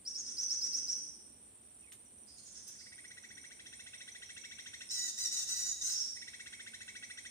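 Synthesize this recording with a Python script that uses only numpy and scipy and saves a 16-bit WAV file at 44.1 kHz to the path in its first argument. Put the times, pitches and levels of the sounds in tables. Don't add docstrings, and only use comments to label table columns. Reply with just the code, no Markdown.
import sys
import numpy as np
from scipy import signal
from scipy.fft import rfft, irfft
from scipy.io import wavfile

SR = 44100
rng = np.random.default_rng(int(sys.argv[2]) if len(sys.argv) > 2 else 0)


def master_out(mix):
    frames = np.transpose(np.atleast_2d(mix))
    ceiling = np.clip(frames, -1, 1)
    pcm = np.round(ceiling * 32767).astype(np.int16)
    wavfile.write(sys.argv[1], SR, pcm)


N = 321930
TIME = np.arange(N) / SR
HZ = np.fft.rfftfreq(N, 1 / SR)

# (frequency [Hz], level [dB])
HOARSE_BREATH = [(900, -11.5), (1500, -2), (2400, -6.5), (3300, -5), (4400, 4), (5700, 13), (6700, 9),
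                 (7600, 8.5), (9000, 3.5), (10200, -15.5), (13000, -25), (15300, -16)]


def chirps(foot_hz=4590, forced_db=-43, second_db=-29, third_db=-24):
    # (time [s], length [s], level [dB], top pitch [Hz], roughness [0-1])
    calls = [(0.05, 0.072, -52, 5990, 0.43), (0.143, 0.077, -49.5, 6510, 0.51),
             (0.252, 0.079, -52.5, 6100, 0.73), (0.366, 0.082, -45, 6140, 0.41),
             (0.492, 0.07, -44.5, 6146, 0.45), (0.608, 0.074, -45, 5955, 0.44),
             (0.724, 0.073, -45, 6035, 0.41), (0.872, 0.07, -45, 6017, 0.42)]
    # (share of its length [0-1], climb [0-1], level [dB], roughness [factor])
    path = [(0, 0.017, -6, 0.83), (0.181, 0.356, 4.5, 0.62), (0.4, .68, 7, 1.16), (0.599, .94, 6, 0.96),
            (0.761, 1, 5.5, 1.25), (.9, 0.622, 8, 1.44), (1, 0.33, -27, 1.1)]
    # (frequency [Hz], level [dB])
    trunk_ring = [(3000, 0), (4700, -9.5), (5050, -7.5), (5330, 1.5), (5650, -7), (5950, 8), (6150, -1),
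                  (6450, -4), (6900, -11), (9000, 9), (14000, -10)]
    out = np.zeros(N)
    share, climb, path_db, strain = np.transpose(path)
    for start, length, db, top_hz, roughness in calls:
        size = round(length * SR)
        progress = np.linspace(0, 1, size)
        hz = foot_hz + (top_hz - foot_hz) * np.interp(progress, share, climb)
        tone = whistle(hz, roughness * np.interp(progress, share, strain), jitter=0.0178,
                       flutter=0.33, flutter_hz=110.8, spread_hz=330, air=0.22, warble=0.011)
        spin = signal.hilbert(tone) / np.sqrt(2)
        second = gain_of(second_db) * unit_level((spin ** 2).real)
        third = gain_of(third_db) * unit_level((spin ** 3).real * wobble(size, 500))
        tone = tone + gain_of(db - forced_db) * (second + third)
        loudness = gain_of(db + np.interp(progress, share, path_db)) * signal.windows.tukey(size, .1)
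        add(out, start, loudness * tone)
    near = gain_of(-2.5) * forest_echo(out, trunk_s=0.27, leaf_s=0.041, leaf_db=17)
    ring = gain_of(1.5) * coloured(forest_echo(out, trunk_s=0.71, leaf_s=0.02, leaf_db=4), trunk_ring)
    return direct_sound(out, lead_ms=0.15, left_db=-2.5) + (near + ring) * gain_of([[-1], [1]])


def rasps(rattle_hz=55, rattle_depth=.42, beak_width_hz=600, beak_db=9.5, ragged_db=1.5):
    # (time [s], pitch [Hz], level [dB], beak resonance [Hz], overtone level [dB])
    paths = [
        [(4.895, 900, -52, 5400, 4), (4.915, 1008, -38.5, 5600, 0), (4.94, 1026, -40.5, 5750, -1),
         (4.965, 982, -40.5, 5570, 1), (5.005, 967, -42.5, 5570, 5), (5.025, 976, -41, 6900, 2.5),
         (5.065, 981, -42, 6800, 0), (5.09, 923, -39.5, 6500, -5), (5.105, 915, -46, 6400, 7)],
        [(5.172, 919, -43, 5600, 0), (5.185, 964, -38, 5800, -2.5), (5.21, 1022, -38.5, 5860, 1.5),
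         (5.235, 984, -39, 5400, 3), (5.262, 942, -39.5, 5650, -0.5), (5.285, 927, -43.5, 5600, -5),
         (5.298, 915, -54, 5600, 5)],
        [(5.31, 928, -45, 5700, 4), (5.325, 985, -37.5, 6000, -1), (5.35, 995, -38.5, 6860, 0),
         (5.368, 960, -38.5, 5750, 2), (5.395, 945, -38, 6600, -4.5), (5.418, 929, -38, 6500, -2.5),
         (5.438, 898, -43, 6400, 3)],
        [(5.472, 901, -48, 5590, 2), (5.49, 960, -36, 5650, -7), (5.52, 1004, -38, 6030, 1.5),
         (5.555, 972, -39.5, 5700, -1.5), (5.63, 954, -41, 5700, 0), (5.67, 962.4, -38.5, 6350, -1.5),
         (5.705, 962, -42, 6860, 4.5), (5.725, 949, -47.5, 6700, 9)],
        [(5.81, 916, -43.5, 6100, 5), (5.835, 1023, -40.5, 6230, -4.5), (5.88, 1026, -35.5, 6370, -1.5),
         (5.92, 958, -36.5, 5500, -14), (5.96, 904, -47.5, 5500, 3)],
    ]
    # (multiple of the pitch, level [dB])
    overtones = [(2, -20), (3, -23.5), (4, -7), (5, -4.5), (6, -4.5), (7, -3.5), (8, -11.5), (9, -14.5)]
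    # (frequency [Hz], level [dB])
    air_colour = [(1000, -26.5), (1500, -15), (2400, -24), (2900, -14.5), (3300, -26), (4000, -10),
                  (4450, -7.5), (5000, -3.5), (5600, -0.5), (6200, 3.5), (7200, -1), (9000, -1.5),
                  (10000, -16), (12000, -13.5), (15300, -19.5)]
    out = np.zeros(N)
    for path in paths:
        times, *controls = np.transpose(path)
        t = np.arange(times[0], times[-1], 1 / SR)
        size = len(t)
        pitch_hz, db, beak_hz, reed_db = (np.interp(t, times, control) for control in controls)
        rattle = np.sin(2 * np.pi * rattle_hz * (t - t[0]) + 1.7 * wobble(size, 27))
        hz = pitch_hz * (1 + 0.0042 * rattle + 0.0029 * wobble(size, 30))
        phase = phase_of(hz)
        reed = 0
        for k, overtone_db in overtones:
            lift_db = beak_db * np.exp(-((k * hz - beak_hz) / beak_width_hz) ** 2)
            strength = gain_of(overtone_db + lift_db + ragged_db * wobble(size, 31))
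            slip = .08 * k * wobble(size, 120)
            reed = reed + strength * np.cos(k * phase + slip)
        gritty_air = noise(size, air_colour) * (1 + 0.3 * wobble(size, 250))
        loudness = gain_of(db) * signal.windows.tukey(size, .04) * (1 + rattle_depth * rattle)
        add(out, times[0], loudness * (gain_of(reed_db - 5) * reed + gain_of(-6) * gritty_air))
    echo = forest_echo(out, trunk_s=.7, leaf_s=0.058, leaf_db=15.5) * gain_of([[.1], [1.9]])
    return gain_of(-2.5) * direct_sound(out, lead_ms=0.13, left_db=0.7) + echo


def squeals():
    # (time [s], length [s], level [dB], start pitch [Hz], end pitch [Hz], roughness [0-1], echo [dB])
    calls = [(1.812, 0.11, -77, 2780, 1980, 0.5, -11), (4.887, 0.034, -53, 5250, 5620, 0.62, 14),
             (5.808, 0.1, -48.5, 6120, 6330, 0.13, 11), (5.888, 0.085, -49.5, 4950, 5620, 0.56, 11.5),
             (5.943, 0.08, -48.5, 5650, 5450, 0.6, 8)]
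    direct, scattered = np.zeros((2, N))
    for start, length, db, start_hz, end_hz, roughness, echo_db in calls:
        hz = np.linspace(start_hz, end_hz, round(length * SR))
        tone = whistle(hz, roughness, jitter=0.0124, flutter=0.59, flutter_hz=58.7,
                       spread_hz=400, air=0.24)
        fade_share = max(.4, 0.67 * roughness)
        note = gain_of(db) * tone * signal.windows.tukey(len(hz), fade_share)
        add(direct, start, note)
        add(scattered, start, note * gain_of(echo_db))
    echo = forest_echo(scattered, trunk_s=0.69, leaf_s=0.064, leaf_db=-14) * gain_of([[-1.7], [1.3]])
    return gain_of(5) * direct_sound(direct, lead_ms=0.16, left_db=-7) + echo


def trill(full_note_s=.0235, full_gap_s=0.072, early_s=.011, shade_hz=4300):
    # (share of its length [0-1], pitch [Hz], level [dB])
    path = [(0, 1265, -16.5), (0.181, 1500, -3.5), (0.379, 1766, -3), (0.578, 1919, 3.5), (.8, 2055, -0.5),
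            (1, 2220, -8)]
    # (frequency [Hz], level [dB])
    throat = [(1200, -7.5), (2000, -4), (2300, 4.5), (2650, 8), (2950, -9.5), (3300, -2), (3800, -5.5),
              (4150, -8.5), (4800, -24), (5750, -4.5), (6700, -16), (9000, -33)]
    # (frequency [Hz], level [dB])
    air_colour = [(2000, -21.5), (4000, 1), (4900, -9), (5450, 0), (5650, -2), (5900, 1), (6300, -3),
                  (7800, -6), (9000, -5), (10000, -27), (12000, -19.5), (15000, -36)]
    # (frequency [Hz], level [dB])
    echo_colour = [(1600, -6), (2050, -9.5), (2230, 3.0), (2450, -2), (3700, -7.5), (5700, 2.5)]
    voice, air_level = np.zeros((2, N))
    share, path_hz, path_db = np.transpose(path)
    drift = .016 * wobble(N, 450) + .009 * wobble(N, 8)
    grain = .35 * wobble(N, 359)
    notes = trill_notes()
    usual_bright_db = np.mean([note[3] for note in notes])
    for time, gap, db, bright_db in notes:
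        stretch = min(gap / full_gap_s, 1)
        size = round(full_note_s * stretch * SR)
        progress = np.linspace(0, 1, size)
        span = (round(time * SR) + np.arange(size)) % N
        foot_db = -260 * (1 - stretch) ** 2 * (1 - progress) ** 2
        shape = gain_of(np.interp(progress, share, path_db) + foot_db) * signal.windows.tukey(size, .15)
        phase = phase_of(np.interp(progress, share, path_hz) * (1 + drift[span]))
        tone = (1 + .25 * grain[span]) * np.sin(phase)
        overtones = sum(np.sin(k * phase) * gain_of(20 - 4 * k) for k in range(2, 5))
        overtones *= (1 + grain[span]) * (1.3 - progress)
        start = time - early_s * stretch
        add(voice, start, gain_of(db) * shape * (tone + gain_of(bright_db) * overtones))
        add(air_level, start, gain_of(db - 10 + 0.27 * (bright_db - usual_bright_db)) * shape)
    out = coloured(voice, throat) + air_level * noise(N, air_colour)
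    shaded = filtered(out, 0.3 + 0.32 / (1 + (HZ / shade_hz) ** 8))
    echo = forest_echo(out, trunk_s=0.26, leaf_s=0.048, leaf_db=5) * gain_of([[-.5], [.5]])
    return gain_of(1.5) * direct_sound(shaded, lead_ms=0.14, left_db=0.5) + coloured(echo, echo_colour)


def trill_notes(slowing_notes=7, warm_up_s=0.075):
    # (start [s], end [s], first gap [s], slowest gap [s], start level [dB], end level [dB],
    #  soft start [dB], overtones [dB])
    runs = [(2.7552, 3.55, 0.0546, 0.0726, -47, -47.5, -14, -20),
            (3.6002, 4.86, 0.0664, 0.075, -48, -43.5, -1, -12),
            (6.1685, 7.29, 0.0546, 0.078, -42, -43.5, -2, -16)]
    notes = []
    for start, end, quick, slow, start_db, end_db, soft_db, bright_db in runs:
        time = start
        for k, chance in enumerate(rng.standard_normal(size=40)):
            if time > end:
                break
            gap = slow + (quick - slow) * np.exp(-k / slowing_notes)
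            db = np.interp(time, [start, end], [start_db, end_db])
            db += soft_db * np.exp((start - time) / warm_up_s)
            notes.append((time, gap, db - 0.06 * chance, bright_db))
            time += gap
    return notes


def pips(pitch_hz=5900, length_s=0.015):
    # (time [s], level [dB])
    calls = [(1.454, -82), (1.625, -72), (1.785, -76), (1.923, -77), (2.053, -66), (2.176, -69),
             (2.227, -67), (2.964, -61), (3.074, -55), (3.114, -57), (3.2255, -54.5), (3.286, -53.5),
             (3.3488, -54), (3.41, -55), (3.465, -53.5), (3.519, -56), (3.663, -53), (3.694, -60),
             (3.795, -56), (3.976, -53), (4.115, -51), (4.257, -53), (4.4087, -50.5), (4.492, -52.5),
             (4.549, -53), (4.672, -52), (4.771, -55), (6.345, -63.5), (6.374, -68), (6.52, -59),
             (6.963, -55), (7.038, -50.5), (7.169, -52), (7.264, -50.5)]
    out, size = np.zeros(N), round(length_s * SR)
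    for start, db in calls:
        note = whistle(np.full(size, pitch_hz), roughness=0.06, jitter=0.016, flutter=0.16)
        add(out, start, gain_of(db - 4) * note * signal.windows.tukey(size, .7))
    echo = gain_of(4) * forest_echo(out, trunk_s=0.84, leaf_s=0.12, leaf_db=10)
    return direct_sound(out, lead_ms=0.17, left_db=-11.5) + echo


def far_calls(air=0.61):
    # (time [s], length [s], level [dB], start pitch [Hz], end pitch [Hz], half width [Hz])
    calls = [(2.258, 0.077, -61.5, 4730, 5160, 335), (2.348, 0.083, -60, 6400, 6870, 650),
             (2.367, 0.046, -64.5, 4190, 4480, 250), (2.434, 0.091, -55, 6420, 6730, 620),
             (2.527, 0.088, -53, 5830, 6130, 560), (2.654, 0.065, -52, 5800, 6200, 654),
             (2.771, 0.062, -55.5, 5170, 5440, 560)]
    out = np.zeros(N)
    for start, length, db, start_hz, end_hz, spread_hz in calls:
        size = round(length * SR)
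        tone = unit_level(rough_tone(phase_of(np.linspace(start_hz, end_hz, size)), spread_hz))
        add(out, start, gain_of(db) * (tone + air * noise(size, HOARSE_BREATH)) * np.hanning(size))
    echo = forest_echo(out, trunk_s=0.43, leaf_s=0.026, leaf_db=11.5) * gain_of([[1.8], [4.8]])
    return gain_of(-6.5) * direct_sound(out, lead_ms=0.15, left_db=-13) + echo


def twig_ticks(decay_s=0.0043, rise_s=0.00074):
    # (time [s], level [dB], centre frequency [Hz], half width [octaves])
    snaps = [(1.92, -51, 2620, 0.93), (1.924, -47.5, 8000, 0.56), (2.677, -45, 9500, 0.31)]
    out, t = np.zeros(N), np.arange(2048) / SR
    hz = np.fft.rfftfreq(len(t), 1 / SR) + 1
    for start, db, centre_hz, octaves in snaps:
        band = 1 / (1 + (np.log2(hz / centre_hz) / octaves) ** 2)
        crack = unit_level(filtered(rng.standard_normal(len(t)), band))
        add(out, start, gain_of(db) * crack * np.exp(-t / decay_s) * (1 - np.exp(-t / rise_s)))
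    echo = gain_of(1.5) * forest_echo(out, trunk_s=0.88, leaf_s=0.14, leaf_db=19)
    return direct_sound(out, lead_ms=0.022, left_db=-5) + echo


def insects(waver_db=1.5):
    # (pitch [Hz], half width [Hz], level [dB], throb rate [Hz], throb depth [0-1])
    bands = [(8932, 256, -59, 19, 0.16), (8050, 780, -68, 14, 0.26), (5820, 82, -79, 30, 0.5)]
    out = np.zeros((2, N))
    for hz, width, db, rate, depth in bands:
        band = np.exp(-abs((HZ - hz) / width) ** 1.6)
        chorus = unit_level(filtered(rng.standard_normal((2, N)), band))
        throb = 1 + depth * np.sin(phase_of(rate * (1 + 0.249 * wobble(N, 7.5))))
        out += gain_of(db + waver_db * wobble(N, 8.7)) * chorus * throb
    return out * gain_of([[-1.8], [1.3]])


def treetop_hush(gust_start_s=0.03, rise_s=0.26, hold_s=0.84, fade_s=0.48, gust_db=7.5, calm_db=-4):
    # (frequency [Hz], level [dB])
    rumble_colour = [(20, -45), (35, -28), (48, -6), (65, -1), (95, 1), (135, -6), (185, -6), (220, 1.5),
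                     (290, -2), (400, -4), (480, -9), (800, -12), (1200, -18), (2000, -55)]
    # (frequency [Hz], level [dB])
    leaf_colour = [(600, -20), (1300, 5), (3500, 5.5), (5200, -2), (9000, -21), (11000, -5.5), (15000, 0)]
    # (frequency [Hz], likeness [0-1])
    likeness = [(60, 0.83), (140, 0.68), (250, 0.77), (500, 0.51), (900, 0), (2000, 0.3)]
    left, other = rfft(rng.standard_normal((2, N)))
    alike = curve_at(likeness, HZ)
    right = alike * left + np.sqrt(1 - alike ** 2) * other
    rumble = unit_level(coloured(irfft(np.array([left, right]), N), rumble_colour))
    gust_band = filtered(rumble, 1 / (1 + (np.log2((HZ + 1) / 320) / 0.43) ** 4))
    age = TIME - gust_start_s
    gust = np.clip(age / rise_s, 0, 1) * np.exp(-np.maximum(age - rise_s - hold_s, 0) / fade_s)
    rumble += gust_band * (gain_of(calm_db + gust_db * gust + 1.5 * wobble(N, 2.1)) - 1)
    leaves = unit_level(coloured(rng.standard_normal((2, N)), leaf_colour))
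    return rumble * gain_of([[-68.2], [-66.8]]) + gain_of(-71.5) * leaves


def whistle(hz, roughness, jitter, flutter, flutter_hz=95, spread_hz=900, air=0.16, warble=0):
    size = len(hz)
    shake = np.sin(phase_of(flutter_hz * (1 + 0.308 * wobble(size, 25))))
    phase = phase_of(hz * (1 + jitter * wobble(size, 410) + warble * shake))
    hoarse = 0.5 * rough_tone(phase, spread_hz) + air * noise(size, HOARSE_BREATH)
    roughness = np.clip(roughness, 0, 1)
    tone = (1 - roughness) * unit_level(np.sin(phase)) + roughness * hoarse
    return unit_level((1 + flutter * shake) * tone)


def forest_echo(x, trunk_s, leaf_s, leaf_db):
    t = np.arange(SR) / SR
    trunks = gain_of(-60 * t / trunk_s) * (1 - np.exp(-t / 0.037))
    leaves = gain_of(leaf_db - 60 * t / leaf_s) * (1 - np.exp(-t / 0.0044))
    out = np.zeros((2, N))
    for k in range(3):
        tail = rng.standard_normal((2, SR)) * np.hypot(trunks, leaves)
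        turn = np.sqrt(2 / 3) * np.cos(np.pi * (2 * TIME + k / 3))
        out += signal.fftconvolve((x * turn)[None], tail / np.linalg.norm(tail[0]), axes=1)[:, :N]
    return out


def direct_sound(x, lead_ms, left_db):
    right = filtered(x, np.exp(-2j * np.pi * HZ * lead_ms / 1000))
    return np.array([x * gain_of(left_db / 2), right * gain_of(-left_db / 2)])


def rough_tone(phase, spread_hz):
    size = len(phase)
    return wobble(size, spread_hz) * np.cos(phase) + wobble(size, spread_hz) * np.sin(phase)


def wobble(size, rate_hz):
    white = rng.standard_normal(N)[:max(size, SR // 2)]
    hz = np.fft.rfftfreq(len(white), 1 / SR)
    return unit_level(filtered(white, np.exp(-.5 * (hz / rate_hz) ** 2)))[:size]


def noise(size, colour):
    return unit_level(coloured(rng.standard_normal(N)[:size], colour))


def coloured(x, colour):
    return filtered(x, gain_of(curve_at(colour, np.fft.rfftfreq(x.shape[-1], 1 / SR))))


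def filtered(x, gains):
    return irfft(rfft(x) * gains, x.shape[-1])


def curve_at(points, hz):
    point_hz, value = np.transpose(points)
    return np.interp(np.log(hz + 1), np.log(point_hz + 1), value)


def phase_of(hz):
    return 2 * np.pi * np.cumsum(hz) / SR


def gain_of(db):
    return 10 ** (np.asarray(db) / 20)


def unit_level(x):
    return x / np.sqrt(np.mean(x ** 2) + 1e-20)


def add(mix, start_s, sound):
    part = mix[max(round(start_s * SR), 0):][:len(sound)]
    part += sound[:len(part)]


def scene():
    # (frequency [Hz],
    # half width [Hz], level [dB])
    peaks_and_dips = [(1520, 73, 5), (1943, 27, 8), (2405, 46, -18), (2920, 180, -9), (3110, 820, 8),
                      (3780, 17, -1), (4110, 21, -10), (4555, 26, -25), (4770, 39, -3.5), (5643, 94, 6.5),
                      (5872, 36, -2.5), (6030, 170, -3.5), (6390, 50, -6.5), (6330, 180, 3.5),
                      (6860, 62, -4), (6800, 39, 5), (12200, 300, -8), (15500, 170, 14)]
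    colour_db = sum(db * np.exp(-((HZ - hz) / width) ** 2) for hz, width, db in peaks_and_dips)
    birds = filtered(chirps() + rasps() + squeals() + far_calls() + trill(), gain_of(colour_db))
    return birds + pips() + twig_ticks() + insects() + treetop_hush()


def record(dry):
    low_pass = signal.firwin(1023, cutoff=15540, window=("kaiser", 9), fs=SR)
    return signal.oaconvolve(dry, low_pass[None], "same")


dry = scene()
out = record(dry)
master_out(out)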